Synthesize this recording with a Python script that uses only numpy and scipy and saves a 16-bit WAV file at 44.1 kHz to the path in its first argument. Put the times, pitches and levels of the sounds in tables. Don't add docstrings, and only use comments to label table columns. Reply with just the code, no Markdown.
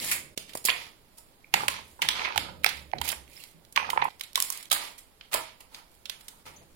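import sys
import numpy as np
from scipy import signal
from scipy.fft import rfft, irfft
from scipy.io import wavfile
from scipy.ndimage import uniform_filter1d

SR = 44100
rng = np.random.default_rng(int(sys.argv[2]) if len(sys.argv) > 2 else 0)


def how_loud(loudness_db):
    steps = np.asarray(loudness_db, float) / 20
    return 10 ** steps


def file_out(sig):
    cols = np.atleast_2d(sig).T
    lim = np.clip(cols, -1, 1)
    pcm = np.round(lim * 32767).astype(np.int16)
    wavfile.write(sys.argv[1], SR, pcm)


N = 297675

# start_s, peak_db, ring_hz, splinter_db,
# burst_ms
LOUD_SNAPS = [(0.109, -19, 2360, -4, 20), (0.121, -36, 2220, 3, 18), (0.375, -20, 4800, -9, 3.46),
              (0.65, -30, 4460, 12.5, 7.2), (0.6653, -20.5, 3440, -11, 18),
              (1.5387, -7, 2690, -14.5, 3.14), (1.6813, -9, 2760, -11, 2.8),
              (2.0175, -12.5, 2780, -15, 6.9), (2.053, -27, 3260, -8.5, 2), (2.0865, -5, 3420, -21, 2.6),
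              (2.356, -22.5, 3030, -18, 11), (2.377, -8.5, 3280, -12.5, 1.27),
              (2.6442, -1.5, 2580, -18.5, 0.81), (2.6615, -10.5, 4330, -17.5, 3),
              (2.6893, -25, 4200, -10, 5.6), (3.014, -25.5, 2860, -4, 3.2), (3.0763, -28, 2760, -3, 12),
              (3.0884, -24, 5350, 0, 3.8),
              (3.7605, -9.5, 3000, -21, 2.5), (3.9, -16.5, 2890, -12, 5.2), (4.2094, -23.5, 3690, -9, 2.5),
              (4.3558, -8.5, 3560, -9.5, 2.5), (4.376, -21, 3540, -11, 1.8), (4.402, -17, 3630, 3, 0.82),
              (4.71, -15.5, 3520, -23, 10.6), (4.715, -11.5, 3900, -1.5, 2.4),
              (4.725, -12.5, 3880, -5.5, 7.4), (4.741, -25, 3800, -3.5, 12), (5.3304, -20.5, 2540, -9, 3.8),
              (5.339, -16.5, 2770, -1.5, 6), (6.0956, -22.5, 3580, -11.5, 4.2)]
# start_s, peak_db, ring_hz, burst_ms
CREAKS = [(0.6846, -13, 1900, 3.9), (0.695, -18.5, 3000, 10), (0.7016, -11.5, 3220, 1.5),
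          (2.194, -19.5, 2540, 1.3), (2.2184, -24, 2320, 1.5), (2.2457, -21, 2200, 9.9),
          (2.2544, -27, 2240, 25), (2.3235, -30, 2590, 0.91), (2.9347, -26.5, 2400, 0.84),
          (2.9825, -32.5, 4100, 4.3), (3.1257, -31, 1850, 6.1), (3.7749, -8.5, 2400, 1.7),
          (3.9744, -13, 2050, 1.7), (4.0159, -22, 2400, 6.4), (4.02, -23.5, 2200, 6.2),
          (5.2094, -37.5, 3130, 3.8)]
# start_s, peak_db, ring_hz, splinter_db
TICKS = [(0.5503, -37.5, 2080, 5), (0.5713, -33, 5140, 1), (0.6412, -35.5, 4680, -3),
         (0.6567, -21.5, 5100, -1.5), (3.0448, -52, 2270, 4), (3.099, -24, 3160, -13),
         (3.116, -24, 1760, -6.5), (2.634, -34, 3000, -14), (3.723, -53, 4500, 8.5),
         (4.0407, -39.5, 1897, -1), (4.1946, -41.5, 4860, -5), (4.234, -33, 3800, -6),
         (0.533, -36.5, 3500, -10), (0.491, -39.5, 3500, -13), (4.5222, -40, 4930, 11),
         (4.6256, -33, 3680, -8), (5.6035, -42.5, 2830, -6), (5.7441, -31, 4600, -17),
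         (6.0545, -32, 3880, -14), (6.2078, -44, 3370, -6), (6.2811, -35.5, 3780, 0.5)]
# start_s, peak_db, ring_hz, splinter_db
FLECKS = [(0.693, -13, 2600, -30.5), (2.915, -41.5, 2600, -23), (3.002, -42, 3000, -12),
          (3.278, -49, 2500, -14.5), (3.298, -50, 2500, -11), (3.4375, -34, 4540, -8),
          (3.649, -50, 4000, -4.5), (4.331, -45.5, 4500, -1.5), (4.423, -27.5, 4470, 10.5),
          (4.5017, -30.5, 5000, 8.5), (4.574, -37, 4500, 2.5), (4.654, -40, 3700, -3),
          (4.7, -37, 4500, -6.5), (2.152, -27, 2400, -22), (2.286, -31, 2400, -19)]


def cracks():
    creak_splinter_db = -114
    tick_ms, fleck_ms = 5.5, 2.2
    creaks = [(s, db, hz, creak_splinter_db, ms) for s, db, hz, ms in CREAKS]
    ticks = [(*row, tick_ms) for row in TICKS]
    flecks = [(*row, fleck_ms) for row in FLECKS]
    return place(LOUD_SNAPS + creaks + ticks + flecks, crack, count=3)


# pitch_hz, width_hz, level_db
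SHELL = [(2310, 1420, 9.5), (3190, 1200, 3.5), (3860, 2950, 5.5), (4700, 5100, 3), (1250, 770, 3)]
# pitch_hz, level_db (per Hz)
SPLINTER = [(2940, -23.5), (5000, -9), (6330, -8), (7150, -3), (8230, -4.5), (9220, -2), (11200, -7),
            (15400, -16.5)]


def crack(db, hz, splinter_db, burst_ms, chance):
    fade = burst(burst_ms, size=chance.shape[-1])
    dull_db = 14
    modes = [(f, width, level - dull_db * abs(np.log2(f / hz))) for f, width, level in SHELL]
    modes.append((hz, 900, 0))
    jumps = chance[0] * np.exp(0.88 * chance[1]) * fade
    top_hz = hz * (4.2 if splinter_db > -60 else 1.5)
    shell = peaked(muffled(ring(jumps, modes), top_hz))
    spit = chance[2] * np.exp(0.27 * chance[1])
    edge = peaked(colour(spit, SPLINTER) * fade)
    return how_loud(db + 1.5) * (shell + how_loud(splinter_db + 6.5) * edge)


# start_s, peak_db, pitch_hz, contact_ms
KNOCKS = [(0.375, -29.5, 300, 2), (0.552, -23.5, 640, 1.05), (0.65, -29, 688, 1.8),
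          (0.685, -21.5, 1010, 2.6), (1.541, -10, 850, 0.69), (1.683, -18.5, 1054, 0.87),
          (2.358, -20.5, 820, 3.8), (2.378, -21.5, 770, 3.1), (2.643, -29.5, 1310, 2.2),
          (2.934, -20.5, 770, 1.3), (3.125, -33, 710, 3.1), (3.76, -21, 1154, 19), (3.775, -16, 985, 0.96),
          (3.9745, -12, 960, 1.6), (4.022, -13, 900, 2.9), (4.375, -21, 1060, 1.1),
          (4.502, -31.5, 1050, 0.97), (4.714, -18.5, 1250, 0.81), (4.727, -20.5, 794, 0.7),
          (4.759, -27, 1230, 4.2), (5.327, -34, 517, 0.77), (5.3455, -15, 701, 1.64),
          (5.786, -45, 1180, 1.1), (6.54, -47.5, 620, 7.1), (6.612, -48, 600, 13)]
# start_s, peak_db, contact_ms
RATTLES = [(1.634, -19.5, 1.7), (1.99, -34, 6.2), (2.021, -24, 6.4), (2.049, -29, 0.87),
           (2.088, -25.5, 6.7), (2.217, -22.5, 0.75), (2.276, -25, 3.7), (2.303, -27, 4),
           (2.6611, -22, 1.3), (3.012, -28.5, 3.9), (3.89, -24.5, 2), (3.931, -18.5, 1.8),
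           (3.962, -24.5, 0.92), (3.992, -24, 2.0), (4.052, -15.5, 1.23)]
# start_s, peak_db, pitch_hz, contact_ms
TAPS = [
    (1.575, -26, 800, 2),
    (1.603, -23, 1200, 2),
    (1.742, -28, 950, 2),
    (1.788, -31.5, 900, 2),
    (3.797, -26, 1000, 2),
    (3.824, -29, 850, 2),
    (3.844, -27.5, 1250, 2),
    (4.08, -30, 888, 2),
    (4.037, -24, 1040, 2),
    (6.47, -41, 950, 5),
]


def knocks():
    rattle_hz, scatter = 927, 0.059
    pitches = rattle_hz * (1 + scatter * rng.uniform(-0.99, 1, len(RATTLES)))
    rattles = [(s, db, hz, ms) for (s, db, ms), hz in zip(RATTLES, pitches)]
    return place(KNOCKS + rattles + TAPS, knock, count=1)


def knock(db, hz, contact_ms, chance):
    steady = 0.93 * (hz < 700)
    force = (steady + chance[0] + 0.5 * chance) * burst(contact_ms, size=chance.shape[-1])
    push = np.gradient(force, axis=1)
    width_hz = min(260 * (900 / hz) ** 2, 380)
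    modes = [(hz, width_hz, 6), (0.615 * hz, 350, 6 - hz / 70), (1.288 * hz, 450, -6)]
    return how_loud(db) * peaked(muffled(ring(push, modes), 1300))


# pitch_hz, width_hz, level_db
HOLLOW = [(935, 330, -1), (647, 700, -9.5), (1234, 360, -1.5), (362, 790, -47.5)]


def rubbing():
    slips_per_s, slip_s, smooth_db = 500, 0.0008, 4
    clumps = how_loud(1.8 * evened(uniform_filter1d(rng.standard_normal(N), 500)))
    strengths = how_loud(3.5 * np.minimum(rng.exponential(1, (3, N)), 4))
    slips = strengths * (rng.random((3, N)) < slips_per_s / SR)
    slips = evened(signal.lfilter([1], [1, -np.exp(-1 / (slip_s * SR))], slips))
    grain = clumps * rng.standard_normal((3, 2, N))
    shell, hollow, film = grain * (slips[:, None] + how_loud(smooth_db))
    bodies = [muffled(ring(shell, SHELL), 6400), muffled(ring(hollow, HOLLOW), 1600), colour(film, SPLINTER)]
    return sum(level * evened(body) for level, body in zip(effort(), bodies))


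# start_s, length_s, shell_db, hollow_db, wet_fizz_db
RUSTLES = [(0.424, 0.073, -56, -81, -79.5), (0.476, 0.052, -42, -71, -45.5), (1.17, 0.028, -57, -55.5, -39),
           (2.097, 1, -35, -31.5, -65), (2.117, 0.16, -28, -33, -44.5), (3.022, 0.11, -32, -36.5, -30),
           (3.283, 0.25, -51, -87, -46), (3.846, 0.32, -47.5, -37, -81), (4.978, 0.018, -44, -79.5, -33.5),
           (4.079, 0.037, -45, -51, -52), (3.782, 0.12, -37.5, -37, -70), (1.545, 0.12, -33, -35, -50),
           (1.787, 0.23, -61, -72, -53), (5.193, 0.098, -54, -77, -86), (5.313, 0.072, -26.5, -25, -26.5),
           (5.602, 0.014, -42.5, -43, -40), (5.712, 0.097, -46.5, -44.5, -50),
           (5.915, 0.04, -89.5, -70, -58), (6.12, 0.31, -67, -55.5, -54.5),
           (6.453, 0.033, -38.5, -38.5, -41.5)]
# start_s, length_s, shell_db, hollow_db, wet_fizz_db
SETTLING = [
    (-0.02, 0.24, -27.5, -125, -22.5),
    (0.717, 0.2, -35, -45.5, -41.5),
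    (1.575, 0.12, -75, -66, -36.5),
    (1.685, 0.14, -30.5, -61.5, -64),
    (2.4, 0.15, -45, -37.5, -67.5),
    (2.687, 0.18, -43.5, -54, -48.5),
    (4.373, 0.32, -39, -52, -39),
    (4.71, 0.24, -30, -38.5, -36),
    (5.377, 0.18, -41, -65, -70),
    (6.467, 0.2, -53.5, -70.5, -57),
]
# shell_db, hollow_db, wet_fizz_db
FIDGET_DB = [-63, -87.5, -60]


def effort():
    settle_db, settle_bend, settle_rise_s = 40, 5.6, 0.0067
    t = control_times()
    levels = how_loud(FIDGET_DB)[:, None] * np.ones(len(t))
    for start, length, *dbs in RUSTLES:
        swell = np.sin(np.pi * np.clip((t - start) / length, 0, 1)) ** 0.6
        levels = levels + how_loud(dbs)[:, None] * swell * sinking(t, start, 0.0011, 0)
    for start, length, *dbs in SETTLING:
        fall_db = settle_db * (np.maximum(t - start, 0) / length) ** settle_bend
        fade = sinking(t, start, settle_rise_s, np.minimum(fall_db, 200))
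        levels = levels + how_loud(dbs)[:, None] * fade
    return [np.interp(np.arange(N) / SR, t, level) for level in levels]


# start_s, peak_db, pitch_hz, length_ms
SQUEAKS = [
    (3.31, -66, 2370, 32),
    (3.362, -49, 5090, 17),
    (3.372, -57, 2150, 12),
    (3.394, -54, 2700, 18),
    (3.405, -57.5, 4180, 31),
    (3.44, -67, 2670, 30),
    (1.443, -46, 2350, 4.9),
    (6.558, -50.5, 6450, 23),
]


def squeaks():
    return place(SQUEAKS, squeak, count=1)


def squeak(db, hz, ms, chance):
    glide, roughness = 0.039, 0.39
    u = np.minimum(np.arange(chance.shape[-1]) / SR / (ms / 1000), 1)
    wobble = roughness * uniform_filter1d(chance, size=60)
    turns = np.cumsum(hz * (1 + glide * u + wobble), axis=1) / SR
    return how_loud(db) * np.sin(np.pi * u) * np.sin(2 * np.pi * turns)


# start_s, left_minus_right_db
SIDEWAYS = [
    (0.0, 2),
    (0.47, -4),
    (2.2, -1),
    (2.54, -15),
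    (3.89, -5.5),
    (5.861, -3),
    (5.961, -7.5),
    (6.202, -6.5),
    (6.3, -2.5),
    (6.75, 10),
]
# pitch_hz, left_minus_right_db
NEAR_TILT = [(60, -1), (110, 3.5), (700, -8.5), (1290, -6), (2380, -12), (4400, -10.5), (8120, -3.5),
             (15000, -16.5)]


def ports(shared, other):
    lag_ms, same = 0.37, 0.043
    lean = how_loud((np.interp(np.arange(N) / SR, *np.transpose(SIDEWAYS)) + 7) / 2)
    left = same * shared + np.sqrt(1 - same ** 2) * other
    left = np.roll(left, round(lag_ms * SR / 1000))
    return np.array([lean * colour(left, NEAR_TILT, 0.16), colour(shared, NEAR_TILT, -0.91) / lean])


# start_s, level_db, sinking_db_per_s (negative grows)
PUSHES = [(-0.02, -45.5, 37), (0.362, -58, 16), (0.65, -58, 39), (1.529, -43.5, 51), (1.669, -51, 53),
          (2.02, -48.5, 62.5), (2.36, -45, 25), (2.92, -49, 32.5), (2.939, -40, 253), (3.54, -64, 63),
          (3.76, -58.5, -26), (4.34, -74.5, 81.5), (4.71, -47, 199), (5.32, -71, 100), (6.049, -77.5, -12),
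          (6.44, -57, 22)]
# pitch_hz, level_db (per Hz)
THUD_COLOUR = [(18, -47.5), (30, -12), (65, -5), (107, -8), (176, -10.5), (270, -6), (450, -13.5),
               (580, -9)]
# pitch_hz, width_hz, level_db
BOARD = [(79.7, 11, 2.5), (147.2, 69, -3.5), (184.7, 16, -1.5)]


def thuds():
    rise_s, rest_db = 0.025, -76.5
    t = control_times()
    level = how_loud(rest_db)
    for start, db, sink in PUSHES:
        level = level + how_loud(db) * sinking(t, start, rise_s, sink * np.clip(t - start, 0, 1))
    rumble = spread(THUD_COLOUR + [(900, -44.5)])
    return np.interp(np.arange(N) / SR, t, level) * evened(rumble + 4 * ring(rumble, BOARD))


# start_s, peak_db, pitch_hz, time_to_fall_60_db_s
THUMPS = [(2.351, -38, 98, 0.32), (2.41, -43, 66, .3), (2.7, -46, 172, .15), (2.74, -44, 73, 0.99),
          (3, -28, 76, 0.17), (2.95, -38, 235, 0.19), (2.47, -47.5, 190, .3), (4.0, -45, 135, .5),
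          (3.16, -43, 66, 0.47), (3.54, -47, 165, 0.26), (1.66, -47.5, 74, 0.67), (2.1, -47.5, 73.7, 0.87)]


def thumps():
    rise_s, sag, lag_s = 0.012, 0.3, 0.0014
    t = np.arange(N) / SR
    board = np.zeros(N)
    for start, db, hz, t60 in THUMPS:
        u = np.clip(t - start, 0, 1.5)
        swing = np.sin(2 * np.pi * hz * u * (1 - sag * u / 2)) * (1 - np.exp(-u / rise_s))
        board += swing * how_loud(db - 60 * u / t60) * sinking(t, start, 0.001, 0)
    return np.array([np.roll(board, round(lag_s * SR)), board]) * how_loud([[-3], [2.5]])


# pitch_hz, time_to_fall_60_db_s
KITCHEN = [(200, 0.42), (530, 0.41), (1400, 0.34), (3700, 0.36), (9700, 0.31), (16000, 0.21)]
SCENE_CHANGES = [0, .35, .648, 1.53, 1.677, 2.354, 2.91, 3.75, 4.088, 4.335, 4.69, 5.3, 6.04, 6.43, 7]
# pitch_hz, left_minus_right_db
FAR_TILT = [(60, -2), (200, -2), (700, -8), (1290, -6), (2380, -7), (4400, -3.5), (8120, -2), (15000, -10)]


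def kitchen(faces):
    out, size = np.zeros((2, N)), SR * 2 // 3
    for start, end in zip(SCENE_CHANGES, SCENE_CHANGES[1:]):
        a, b = round(start * SR), min(round(end * SR), N)
        echoes = np.zeros((2, 2, size))
        places = np.arange(200, size - 20, 20)
        at = places + rng.integers(0, 20, (2, 2, len(places)))
        np.put_along_axis(echoes, at, rng.choice([-1., 1.], at.shape), 2)
        hz, t, z = signal.stft(echoes, SR, nperseg=256)
        fade = how_loud(-60 * t / read(KITCHEN, hz)[:, None])
        tail = signal.istft(z * fade, SR, nperseg=256)[1]
        tail = tail / np.linalg.norm(tail[0])
        wet = signal.fftconvolve(faces[None, :, a:b], tail, axes=2).sum(1)
        out[:, a:b] = wet[:, :b - a]
    return np.array([colour(out[0], FAR_TILT, 0.063), colour(out[1], FAR_TILT, -1.2)])


# pitch_hz, level_db (per Hz)
AIR = [(25, -3.5), (101, -13), (892, -19.5), (2350, -29), (4130, -28), (7870, -35.5), (11200, -29),
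       (15400, -33.5)]


def air():
    return how_loud(-59) * spread(AIR)


# pitch_hz, likeness (1 same, -1 opposite)
SAME = [(60, 0.35), (240, 0.96), (950, 0.092), (3770, -0.14), (15000, -0.35)]


def spread(points):
    hz = np.fft.rfftfreq(N, 1 / SR)
    a, b = rfft(rng.standard_normal((2, N)))
    same, lean = read(SAME, hz), how_loud(read(FAR_TILT, hz) / 2)
    right = same * a + np.sqrt(1 - same ** 2) * b
    pair = np.array([a * lean, right / lean])
    return evened(irfft(pair * how_loud(read(points, hz)), N))


def place(rows, make, count):
    size = 1536
    out = np.zeros((4, N + size))
    for (start, *row), chance in zip(rows, rng.standard_normal((len(rows), count, 4, size))):
        at = round(start * SR)
        out[:, at:at + size] += make(*row, chance.squeeze())
    return out[:, :N]


def burst(ms, size):
    u = np.arange(size) / SR / (ms / 1000)
    return (1 - np.exp(-(u / 0.25) ** 2)) * np.exp(-u)


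def ring(x, modes):
    out = 0
    for hz, width, db in modes:
        pole = np.exp((2j * np.pi * hz - np.pi * width) / SR)
        out = out + how_loud(db) * signal.lfilter([(1 - abs(pole)) ** 2], [1, -2 * pole, pole * pole], x).real
    return out


def muffled(x, hz):
    return signal.lfilter(*signal.butter(2, min(hz, 0.4 * SR), fs=SR), x)


def sinking(t, start, rise_s, fall_db):
    cut = min(s for s in SCENE_CHANGES[1:] if s > start + 0.02)
    return np.clip((t - start) / rise_s, 0, 1) * how_loud(-fall_db) * (t < cut)


def control_times():
    return np.arange(0, N / SR + 0.002, 0.001)


def read(points, hz):
    f, value = np.transpose(points)
    return np.interp(np.log(hz + 1), np.log(f + 1), value)


def colour(x, points, share=1):
    size = x.shape[-1]
    gain = how_loud(share * read(points, np.fft.rfftfreq(size, 1 / SR)))
    return irfft(rfft(x) * gain, size)


def evened(x):
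    return x / np.sqrt(np.mean(x ** 2) + 1e-20)


def peaked(x):
    return x / abs(x).max()


def scene():
    snaps, hollow, rub = cracks() + squeaks(), knocks(), how_loud(-14) * rubbing()
    hits = how_loud(-10.5) * snaps + how_loud(-17) * hollow
    late_walls = np.roll(hits[2:], round(0.011 * SR), axis=1)
    wet = kitchen(hits[:2] + late_walls + how_loud(-2.5) * rub)
    close = ports(*(snaps[:2] + hollow[:2] + rub))
    return close + wet + thuds() + thumps() + air()


def phone_thinning(x):
    blur_db, starve_db, top_hz = -22, -1.7, 16000
    hz, t, z = signal.stft(x, SR, nperseg=1024)
    power = uniform_filter1d((abs(z) ** 2).sum(0), size=8, axis=0)
    power = power[4::8].repeat(8, 0)[np.minimum(np.arange(513), 511)]
    level_db = 10 * np.log10(uniform_filter1d(power, size=2, axis=1) + 1e-20)
    above_db = level_db - uniform_filter1d(level_db, size=90, axis=0)
    kept = (above_db > starve_db) | (hz[:, None] < 5000)
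    frame_db = level_db.mean(0)
    kept |= np.diff(frame_db, prepend=0) > 3
    loud = frame_db > np.percentile(frame_db, 97)
    busy = level_db[:90].mean(0) - level_db[200:].mean(0) > 22
    kept &= hz[:, None] < top_hz + 900 * loud - 900 * (busy & ~loud)
    blur = how_loud(blur_db) * abs(z) * np.exp(2j * np.pi * rng.random(z.shape))
    return signal.istft((z + blur) * kept, SR, nperseg=1024)[1][:, :N]


def roll_off(x):
    return signal.sosfilt(signal.butter(12, 16990, fs=SR, output="sos"), x)


def record(dry):
    blink = 1 - 0.85 * np.exp(-((np.arange(N) / SR - 0.355) / 0.007) ** 4)
    limited = 0.94 * np.tanh(blink * dry / 1.139)
    mix = phone_thinning(limited)
    return roll_off(mix)


dry = scene()
out = record(dry)
file_out(out)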